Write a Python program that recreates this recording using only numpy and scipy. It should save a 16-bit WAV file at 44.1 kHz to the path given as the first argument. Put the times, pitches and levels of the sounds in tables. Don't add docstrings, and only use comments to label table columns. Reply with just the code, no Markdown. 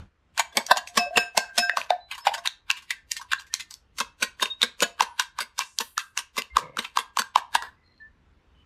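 import sys
import numpy as np
from scipy import signal
from scipy.io import wavfile
from scipy.ndimage import uniform_filter1d

SR = 44100
rng = np.random.default_rng(int(sys.argv[2]) if len(sys.argv) > 2 else 0)


def int16_out(signal):
    q = np.round(np.clip(np.atleast_2d(signal).T, -1, 1) * 32767)
    wavfile.write(sys.argv[1], SR, q.astype(np.int16))


def level_to_linear(level):
    exponent = np.asarray(level, float) / 20
    return 10 ** exponent


N = 381465


def evened(x):
    return x / np.sqrt(np.mean(x ** 2) + 1e-20)


def read(points, hz):
    f, value = np.transpose(points)
    return np.interp(np.log(hz + 1), np.log(f + 1), value)


def curve(rows):
    return level_to_linear(np.interp(np.arange(N) / SR, *np.transpose(rows)))


def add(mix, s, sound):
    part = mix[round(s * SR):][:len(sound)]
    part += sound[:len(part)]


def above(x, edge_hz):
    return signal.sosfilt(signal.butter(5, edge_hz, "high", fs=SR, output="sos"), x)


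def body(modes, spread_db, detune, size=1500):
    hz, width, db = np.transpose(modes)[:, :, None]
    luck_hz, luck_db = rng.standard_normal((2, len(modes), 1))
    t = np.arange(size) / SR
    decay = np.sqrt(width) * np.exp(-np.pi * width * t)
    rings = decay * np.sin(2 * np.pi * hz * (1 + detune * luck_hz) * t)
    response = (level_to_linear(db + spread_db * luck_db) * rings).sum(0)
    return response / np.linalg.norm(response)


# (time [s], thump level [dB], glass level [dB], wire fizz level [dB])
STROKES = [(.575, -21.5, -21, -24), (.603, -51, -36, -64.5), (0.716, -28, -6, -25.5),
           (0.774, -47, -25, -28.5), (.977, -22.5, -18, -17.5), (1.176, -16.5, -12, -20.5),
           (1.378, -30.5, -19.5, -25.5), (1.585, -29.5, -19.5, -17.5), (1.912, -43, -26.5, -60.5),
           (2.344, -53, -29, -33.5), (3.988, -52, -37.5, -32), (4.009, -36.5, -22, -33.5),
           (4.229, -28.5, -20.5, -22.5), (4.428, -25, -14, -21.5), (4.454, -42, -30.5, -39.5),
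           (4.632, -34, -22.5, -27), (4.649, -43, -51.5, -58), (4.828, -18.5, -14.5, -17.5),
           (5, -41.5, -23.5, -43.5), (5.025, -38, -26, -30), (5.41, -36, -26, -26.5),
           (5.807, -39.5, -25, -30.5), (6.19, -51, -32, -35), (6.383, -28, -21.5, -25),
           (6.584, -36, -36.5, -36), (6.791, -33.5, -25, -33.5), (6.991, -43.5, -27, -34),
           (7.192, -34.5, -21, -24.5), (7.377, -45, -26, -38.5), (7.554, -37, -16, -24.5)]
# (time [s], low glass level [dB], thin glass level [dB], wire fizz level [dB])
LOOSE_SCUFFS = [(0.384, -32, -29.5, -34.5), (.399, -19.5, -20.5, -24.5), (0.669, -60, -50.5, -44),
                (.878, -54, -45.5, -44), (2.118, -31.5, -31.5, -42), (2.15, -43.5, -42, -47.5),
                (2.183, -37.5, -49, -44.5), (2.275, -18, -21, -39.5), (2.381, -36, -44.5, -47.5),
                (2.46, -26.5, -26, -33.5), (2.704, -25.5, -30, -43), (2.774, -42.5, -39, -46),
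                (2.827, -54, -54.5, -56.5), (2.91, -36, -24.5, -36), (3.117, -50, -35.5, -33),
                (3.171, -49, -38, -37), (3.214, -38, -50, -47.5), (3.323, -30.5, -26, -36.5),
                (3.347, -49.5, -49, -68.5), (3.399, -43.5, -47.5, -45.5), (3.471, -70.5, -61, -60.5),
                (3.545, -48.5, -35.5, -36), (3.603, -43, -35, -37), (3.711, -51.5, -55, -46),
                (3.746, -65, -68.5, -56)]
STEADY_SCUFFS = [(5.2, -19, -23, -29), (5.221, -34.5, -36.5, -41), (5.39, -25.5, -36, -49),
                 (5.609, -23.5, -26, -34), (5.993, -41, -32, -38.5), (6.177, -27.5, -56, -36),
                 (6.849, -37.5, -35.5, -74)]
# (time [s], glass level [dB], wire fizz level [dB])
PLOUGHS = [(.53, -57.5, -64), (1.772, -28, -36.5), (2.256, -34.5, -44), (4.405, -52.5, -45.5),
           (5.584, -36.5, -38), (6.561, -29, -50), (6.827, -45, -46.5), (6.962, -37, -44),
           (7.626, -33.5, -54)]


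def skids():
    rows = []
    for s, thump, glass, fizz in STROKES:
        rows.append((s, thump, glass, (glass + fizz) / 2, fizz, fall_ms(glass, fizz)))
    for s, low, thin, fizz in LOOSE_SCUFFS + STEADY_SCUFFS:
        rows.append((s, max(low, thin) - 32.5, low, thin, fizz, fall_ms(low, thin, fizz)))
    for s, glass, fizz in PLOUGHS:
        rows.append((s, glass - 16.5, glass, (glass + fizz) / 2, fizz, 26))
    return sorted(rows)


def fall_ms(*layers_db):
    return 6.62 - 0.3047 * (max(layers_db) + 19)


# (pitch [Hz], width [Hz], level [dB])
THIN_GLASS = [(2037, 140, 5), (2340, 250, 5), (2750, 350, 8.5), (3180, 230, 4), (3562, 170, 2),
              (4650, 130, -4)]
# (pitch [Hz], width [Hz], level [dB])
WIRES = [(4740, 390, 17.5), (5700, 1200, 20.5), (6500, 880, 15), (7530, 220, 8), (8800, 700, -16.5),
         (9810, 170, -22), (11900, 1200, -47.5), (13800, 1300, -43.5)]
# (pitch [Hz], width [Hz], level [dB])
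ROCKING = [(235, 30, 0), (310, 80, -10), (480, 70, 5), (570, 70, 0)]


def skid(s, thump_db, low_db, thin_db, fizz_db, fall_ms):
    ms = np.arange(-60, 140, 1000 / SR)
    touch = np.minimum(level_to_linear(5 * (ms + 4)), 1)
    approach = np.maximum(touch, level_to_linear(-10.5 + ms / 1.195))
    stroke = np.where(ms < 0, approach, level_to_linear(-8 * ms / max(fall_ms, 3)))
    grit = rng.standard_normal(len(ms)) * level_to_linear(2.0 * np.minimum(rng.exponential(1, len(ms)), 4))
    ticks = stroke * evened(grit * (rng.random(len(ms)) < 3500 / SR))

    spread_db, detune = 3, .015
    glass = level_to_linear(low_db) * above(body(wet_glass(s), spread_db, detune), held_hz(s))
    glass = above(glass, 0.77 * held_hz(s))
    thin = body(THIN_GLASS, spread_db, detune) + 0.61 * body(jingle(1800, 4500, 40), spread_db, 0)
    wires = body(WIRES, spread_db, detune) + 0.66 * body(jingle(4500, 12000, 48), spread_db, 0)
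    bowl = level_to_linear(thump_db) * above(body(ROCKING, spread_db, detune), 200)
    response = glass + level_to_linear(thin_db) * above(thin, 1900) + level_to_linear(fizz_db) * above(wires, 4600) + bowl
    return s - .06, signal.oaconvolve(ticks, response)


def jingle(low_hz, high_hz, width_hz, count=9):
    hz = low_hz * (high_hz / low_hz) ** rng.random(count)
    return [(f, width_hz, -7. * np.log2(f / low_hz)) for f in hz]


# (time [s], pitch [Hz])
HELD = [(0, 780), (.5, 600), (2, 600), (2.1, 900), (2.2, 900), (2.25, 600), (2.4, 600), (2.5, 950),
        (6.5, 950), (7.3, 720)]


def held_hz(s):
    return np.interp(s, *np.transpose(HELD))


# (pitch [Hz], width [Hz], level [dB])
WET_GLASS = [(703, 90, -26.5), (970, 16, -22.5), (1070, 150, 3.5), (1280, 130, -13), (1549, 130, 2.5)]


def wet_glass(s):
    free = np.interp(held_hz(s), [600, 950], [1, 0])
    (hz, width, db), *upper = WET_GLASS
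    return [(hz, width, db + free * 29)] + upper


# (time [s], knock level [dB], knock pitch [Hz], tick level [dB])
LOOSE_KNOCKS = [(0.3786, -19, 1610, -13.5), (0.3962, -29, 920, -19), (0.5718, -16.5, 2330, -1.5),
                (0.6667, -25.5, 4500, -15.5), (.7637, -19.5, 735, -30), (0.7722, -15.5, 845, -11),
                (0.8753, -26.5, 2550, -27), (1.1737, -11, 2680, -30.5), (1.1807, -2.5, 2650, -21.5),
                (1.3773, -10, 850, 1), (1.58, -13.5, 3550, -8), (1.697, -5.5, 1800, -39),
                (1.7722, -8.5, 1093, -13), (1.816, -18, 2530, -43.5), (1.906, -2.5, 725, -38.5),
                (2.27, -3, 864, -17.5), (2.2934, -17.5, 740, -53.5), (2.4752, -7.5, 3790, -10.5),
                (2.704, -4, 2700, -13), (2.7135, -16, 2760, -9), (2.908, -17, 1900, -13),
                (3.1185, -30, 2000, -5), (3.168, -20.5, 4430, -25.5), (3.3184, -18, 1590, -25),
                (3.3343, -6.5, 1623, -13.5), (3.5407, -10.5, 4100, -5), (3.71, -39, 4500, -24),
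                (3.729, -47, 4470, -39), (3.7413, -43, 4430, -22)]
STEADY_KNOCKS = [(3.9873, -30, 1405, -34), (4.003, -18, 1424, -9.5), (4.2251, -15.5, 2520, -26),
                 (4.399, -24, 1820, -59), (4.458, -16.5, 2740, -31), (4.6188, -7, 3660, -12),
                 (4.6303, -2.5, 3740, -13), (4.806, -16, 2650, -12), (5.0083, 1, 931, -8.5),
                 (5.198, -13.5, 1470, -5), (5.3889, -15, 1060, -17), (5.592, -14, 1003, -4.5),
                 (5.788, -15, 3300, -3.5), (5.9798, -10.5, 1314, -7), (6.1766, -13.5, 2750, -7),
                 (6.3691, -23, 1090, -22), (6.4212, -20.5, 2820, -21.5), (6.5695, -0.5, 1117, -9),
                 (6.7718, -16.5, 1364, -22.5), (6.7925, -14, 3720, -37), (6.852, -22, 2530, -50),
                 (6.973, -5, 1072, -10), (7.1723, -9.5, 1070, -15), (7.22, -18.5, 1490, -17),
                 (7.3597, 1, 993, -12), (7.5529, -4.5, 945, -32), (7.6244, -20, 1560, -24)]
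# (pitch [Hz], level relative to the knock [dB])
AFTER_RINGS = [(730, -32.5), (955, -32.5), (1590, -25.5), (2750, -48.5), (3850, -41)]
RING_BORDERS_HZ = [905, 1160, 2100, 3100]


def knock(s, db, hz, tick_db):
    t, lead = np.arange(9000) / SR, np.arange(-800, 0) / SR
    spread_db, detune = 5, .03
    cycles = t * np.sqrt(hz * 1000)
    thud = cycles * np.exp(-cycles * 0.97) * np.sin(2 * np.pi * hz * t)
    glass = body(wet_glass(s) + THIN_GLASS, spread_db, detune)
    thud = thud / abs(thud).max()
    thud[:1500] += 2.1 * glass * np.exp(-t[:1500] / 0.012)

    landings = rng.standard_normal(200) * (rng.random(200) < .03) * np.exp(-t[:200] / .002)
    landings[20] = 2.5
    tick = above(body(WIRES + jingle(3100, 17000, 150), spread_db, detune), 3500)
    tick = np.convolve(tick * np.exp(-t[:1500] / 0.0023), landings)

    ring_hz, below_db = AFTER_RINGS[np.searchsorted(RING_BORDERS_HZ, hz)]
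    beat_hz = rng.uniform([25, -70], [55, -30])[:, None]
    phase = 2 * np.pi * rng.random((2, 1))
    cluster = np.sin(2 * np.pi * ring_hz * t)
    cluster += .5 * np.sin(2 * np.pi * (ring_hz + beat_hz) * t + phase).sum(0)
    belly = np.sin(2 * np.pi * (1695 + 2 * beat_hz) * t + phase).sum(0)
    cluster += level_to_linear(-39.5 - below_db) * belly
    ring = level_to_linear(db + below_db - 60 * t / 0.26) * (1 - np.exp(-t / 0.0044)) * cluster

    sound = np.r_[0 * lead, level_to_linear(db) * thud / abs(thud).max()]
    slide_in = rng.standard_normal(len(lead)) * level_to_linear(db - 24 + 1900 * lead)
    add(sound, 0, np.convolve(slide_in, glass))
    sound = above(sound, held_hz(s))
    add(sound, -lead[0], ring)
    add(sound, -lead[0], level_to_linear(tick_db) * tick / abs(tick).max())
    return s + lead[0] - .001, sound


# (time [s], lowest mode level [dB], second mode level [dB], upper modes level [dB], free ring [s])
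RIM_BLOWS = [(.885, -38, -61.5, -66, .078), (.974, -16, -36.5, -26.5, 0.099),
             (1.12, -21.5, -40, -54, 0.063), (1.173, -30, -29.5, -26.5, .11),
             (1.377, -35, -28.5, -37.5, 0.11), (1.578, -19, -41.5, -26.5, .21),
             (1.62, -24.5, -25.5, -39, .1), (1.9, -22.5, -50, -54, 0.0208)]
# (level [dB], t60 [s])
RIM_MODES = [(-7, 0.42), (-3, 0.96), (0.5, 0.41), (-13, 0.29), (-5, 0.23), (-0.5, 0.1), (-14, .3),
             (-14, 0.33), (-16.5, 0.22), (-20, 0.11), (-35, .4), (-19.5, 0.17)]
RIM_HZ = [706, 1578, 2610, 3815, 5196, 5232, 5360, 6858, 8688, 9828, 10740, 12935]


def rim(s, low_db, second_db, upper_db, free_s):
    t = np.arange(SR // 3) / SR
    hz, (db, t60) = np.c_[RIM_HZ], np.transpose(RIM_MODES)[:, :, None]
    blow_db = np.array([low_db, second_db] + [upper_db] * (len(RIM_MODES) - 2))[:, None]
    luck_db = 4 * rng.standard_normal(hz.shape) * (hz > 3000)
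    modes = level_to_linear(db + blow_db + luck_db - 60 * t / t60) * np.sin(2 * np.pi * hz * t)
    rattle = level_to_linear(evened(uniform_filter1d(rng.standard_normal(len(t)), 900)))
    swell = 1 - np.exp(-t / (.003 if upper_db > -40 else .02))
    smother = level_to_linear(-300 * np.maximum(t - free_s, 0))
    return s, np.sqrt(2) * modes.sum(0) * smother * rattle * swell


# (time [s], pitch [Hz], level [dB], t60 [s])
LOOSE_PINGS = [(0.373, 916, -26, 0.07), (0.39, 2433, -23, 0.09), (0.395, 2660, -25, 0.07),
               (0.397, 934, -19, 0.09), (0.521, 1614, -45.5, 0.1), (0.523, 3445, -42, 0.08),
               (0.567, 840, -20.5, 0.13), (0.571, 3488, -20, 0.06), (0.593, 920, -25.5, 0.1),
               (0.662, 5800, -30, 0.06), (0.779, 1650, -31.5, 0.22), (0.794, 685, -35, 0.2),
               (0.87, 4600, -42.5, 0.07), (0.972, 714.6, -18, 0.31), (1.107, 661, -24, 0.09),
               (1.159, 2720, -12.5, 0.05), (1.174, 1593, -20.5, 0.21), (1.189, 710, -28.5, 0.2),
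               (1.221, 2605, -29, 0.24), (1.347, 725, -23.5, 0.04), (1.442, 1578, -27, 0.53),
               (1.577, 1504, -18.5, 0.09), (1.582, 5361, -21, 0.07), (1.625, 1571, -21.5, 0.16),
               (1.705, 2590, -36, 0.37), (1.734, 695, -25.5, 0.08), (1.786, 4306, -34, 0.09),
               (1.918, 709, -21, 0.18), (2.109, 2540, -27, 0.08), (2.113, 2070, -28, 0.07),
               (2.141, 2850, -30, 0.06), (2.179, 947, -34, 0.1), (2.221, 947, -46, 0.09),
               (2.271, 823, -10.5, 0.1), (2.311, 820, -26.5, 0.16), (2.313, 912, -23, 0.19),
               (2.335, 2920, -31, 0.12), (2.335, 3080, -21, 0.06), (2.367, 689, -38, 0.25),
               (2.375, 5300, -37.5, 0.09), (2.377, 3730, -34, 0.06), (2.45, 1050, -24.5, 0.07),
               (2.698, 1070, -20, 0.07), (2.732, 987, -42, 0.2), (2.762, 2863, -30, 0.09),
               (2.909, 2600, -39, 0.16), (2.967, 1776, -44, 0.18), (3.163, 1820, -31.5, 0.1)]
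LATER_PINGS = [(3.195, 968, -32, 0.08), (3.241, 990, -47, 0.17), (3.33, 1098, -26, 0.071),
               (3.594, 1571, -35, 0.069), (3.596, 2583, -32, 0.08), (3.598, 4069, -30, 0.08),
               (3.724, 4478, -43, 0.12), (4.027, 947, -37.5, 0.11), (4.22, 559, -25, 0.088),
               (4.222, 1055, -21, 0.12), (4.222, 1894, -24.5, 0.14), (4.418, 3682, -15, 0.13),
               (4.452, 1614, -30, 0.094), (4.623, 3703, -12, 0.07), (4.817, 1464, -16.5, 0.12),
               (4.821, 3337, -23, 0.1), (4.839, 1658, -17, 0.07), (4.841, 689, -33.5, 0.24),
               (5.005, 3703, -25, 0.055), (5.098, 947, -38, 0.16), (5.19, 2906, -27.5, 0.12),
               (5.192, 2842, -19, 0.06), (5.402, 4586, -24, 0.069), (5.404, 4909, -24, 0.06),
               (5.593, 1076, -29, 0.13), (5.801, 925, -22, 0.09), (5.803, 473, -26, 0.07),
               (5.803, 1765, -29, 0.11), (5.97, 1744, -24, 0.11), (6.17, 968, -29, 0.14),
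               (6.172, 1550, -26.5, 0.11), (6.376, 2067, -20, 0.089), (6.38, 4931, -22, 0.077),
               (6.783, 3036, -28.5, 0.13), (6.819, 3100, -43, 0.12), (6.821, 4285, -39, 0.06),
               (6.844, 1335, -32, 0.079), (6.968, 1614, -14.5, 0.05), (6.984, 2885, -30, 0.071),
               (7.0, 1614, -39, 0.3), (7.186, 1679, -18, 0.06), (7.186, 3036, -27, 0.058),
               (7.186, 4543, -17, 0.093), (7.236, 1593, -36, 0.11), (7.567, 947, -25, 0.22),
               (7.567, 1916, -33, 0.27), (7.619, 1528, -27, 0.072), (7.669, 1744, -29, 0.08)]


def ping(s, hz, db, t60):
    t = np.arange(SR // 4) / SR
    waver = evened(uniform_filter1d(rng.standard_normal(len(t)), 400))
    fade_db = db - 2.5 - 60 * t / max(t60, .02) + 2.0 * waver
    return s, level_to_linear(fade_db) * np.sin(2 * np.pi * hz * t) * (1 - np.exp(-t / 0.0016)) ** 2


# (time [s], pitch [Hz], level [dB], t60 [s], free ring [s])
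LINGERS = [(0, 198, -46, 0.39, 0.046), (0.57, 4700, -40, 0.2, 0.018), (1.06, 580, -25, 0.18, .025),
           (1.91, 722, -20, 0.27, 0.05), (3.385, 4070, -19, 0.026, .06), (5, 9800, -60, 0.84, 0.18),
           (4.5, 3720, -21, 0.27, 0.022), (8, 1764, -39.5, 0.59, 0.069), (4.5, 3780, -42, .4, .15),
           (3.5, 1800, -46, .6, .2), (5, 1500, -48, .8, .14), (2, 4000, -46.5, .4, .09),
           (8, 1800, -56, .5, .1), (6.5, 2100, -42.5, 0.295, .1), (2.2, 5230, -45, 0.44, .1)]


def linger(s, hz, db, t60, free_s):
    t = np.arange(SR // 3) / SR
    fade_db = -60 * t / t60 - 600 * np.maximum(t - free_s, 0)
    return s, level_to_linear(db + fade_db) * np.sin(2 * np.pi * hz * t) * (1 - np.exp(-t / 0.01))


# (time [s], level [dB], centre [Hz])
FROTH = [(5.55, -81, 6630), (5.63, -42.5, 6500), (5.759, -56.5, 6840), (5.83, -43, 10900),
         (5.959, -58.5, 11070), (6.02, -49, 9300), (6.17, -80, 9120)]


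def froth():
    hz, t, z = signal.stft(rng.standard_normal(N), SR, nperseg=256)
    s, db, centre_hz = np.transpose(FROTH)
    octaves = np.log2((hz[:, None] + 1) / np.interp(t, s, centre_hz))
    hump = level_to_linear(np.interp(t, s, db, -150, -150) - 28 * octaves ** 2)
    return signal.istft(z * hump, SR, nperseg=256)[1][:N]


# (time [s], level [dB], pitch [Hz])
BUMPS = [
    (1.175, -42, 85),
    (6.55, -38.5, 60),
]


def bump(s, db, hz):
    t = np.arange(-.04, .04, 1 / SR)
    return s - .04, level_to_linear(db - 4 * (t * hz) ** 2) * np.sin(2 * np.pi * hz * t)


# (time [s], level [dB])
RUMBLE = [
    (6.57, -84),
    (6.63, -41),
    (6.72, -55),
    (6.79, -50.5),
]
# (pitch [Hz], width [Hz], level [dB])
DRAG = [(150.7, 37, -3.5), (285, 84, -11.5), (508.4, 71, -3), (700, 360, -23.5), (2148, 110, -10)]


def rumble():
    throb = 1 + .5 * np.sin(2 * np.pi * 75 * np.arange(N) / SR)
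    drone = signal.oaconvolve(throb * rng.standard_normal(N), body(DRAG, 1, 0))[:N]
    return curve([(6.5, -140)] + RUMBLE + [(6.9, -140)]) * evened(above(drone, 125))


# (frequency [Hz], t60 [s])
KITCHEN = [(200, .2), (600, .28), (4000, .24), (9000, .19), (15000, .14)]


def kitchen(x):
    hz, t, z = signal.stft(rng.standard_normal((3, SR // 2)), SR, nperseg=256)
    tails = signal.istft(z * level_to_linear(-60 * t / read(KITCHEN, hz)[:, None]), SR, nperseg=256)[1]
    tails = tails * (1 - np.exp(-np.arange(tails.shape[1]) / SR / 0.0016))
    cycle = 1.3 * np.arange(N) / SR + np.arange(3)[:, None] / 3
    turn = np.cos(2 * np.pi * cycle) * np.sqrt(2 / 3)
    return signal.fftconvolve(x * turn, tails / np.linalg.norm(tails[0]), axes=1)[:, :N].sum(0)


# (time [s], length [s], pitch [Hz], level [dB])
BIRD = [
    (7.76, .2, 2000, -74),
    (7.82, .22, 4200, -73),
    (8.54, .1, 3000, -71),
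]


def bird(s, length, hz, db):
    t = np.arange(0, length, 1 / SR)
    waver, flutter = (evened(uniform_filter1d(rng.standard_normal(len(t)), 200)) for _ in range(2))
    whistle = np.sin(2 * np.pi * np.cumsum(hz + 45 * waver) / SR)
    return s, level_to_linear(db + 5.6 * flutter) * np.sqrt(2) * whistle * signal.windows.tukey(len(t), .3)


# (frequency [Hz], level per Hz [dB])
HUSH = [(18, -47), (36, -14.5), (55, 3.5), (90, -12), (200, -17.5), (700, -28.5), (1000, -25), (2500, -32),
        (6000, -46), (16000, -67)]
# (time [s], level [dB])
HUSH_LEVEL = [(0, -43.5), (.1, -66.5), (.3, -64), (2, -67), (4, -63), (6, -69), (7.7, -63), (8.65, -60)]


def hush():
    frames, hz = N // 512 + 5, np.fft.rfftfreq(2048, 1 / SR)
    a, b, patches = rng.standard_normal((frames, 1025, 3)).T
    patches = evened(uniform_filter1d(uniform_filter1d(patches, 14, 0), 10, 1))
    z = (a + 1j * b) * level_to_linear(read(HUSH, hz)[:, None] + 1.8 * patches)
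    return curve(HUSH_LEVEL) * evened(signal.istft(z, nperseg=2048, noverlap=1536)[1][:N])


def scene():
    bowl, direct = np.zeros(N), np.zeros(N)
    for source, table in ((skid, skids()), (knock, LOOSE_KNOCKS + STEADY_KNOCKS), (rim, RIM_BLOWS)):
        for row in table:
            add(bowl, *source(*row))
    close = ((ping, LOOSE_PINGS + LATER_PINGS), (linger, LINGERS), (bump, BUMPS), (bird, BIRD))
    for source, table in close:
        for row in table:
            add(direct, *source(*row))
    room = level_to_linear(-16.0) * kitchen(bowl)
    around = froth() + rumble() + hush()
    return (bowl + room + direct + around)[None]


def top_cut(x):
    return signal.sosfilt(signal.butter(12, 16810, fs=SR, output="sos"), x)


def record(dry):
    power_db = 10 * np.log10(uniform_filter1d(dry ** 2, 200, axis=1).clip(1e-12))
    recovery_db = np.arange(N) * 40 / SR
    held_db = np.maximum.accumulate(power_db + recovery_db, axis=1) - recovery_db
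    over_db = np.maximum(held_db + 18.0, 0)
    dip_db = 0.089 * uniform_filter1d(over_db, 300, axis=1, origin=149)
    limited = 0.96 * np.tanh(dry / level_to_linear(dip_db) / 0.98)
    edge = signal.firwin(41, 14800, fs=SR)[None]
    return top_cut(signal.oaconvolve(limited, edge, "same"))


dry = scene()
out = record(dry)
int16_out(out)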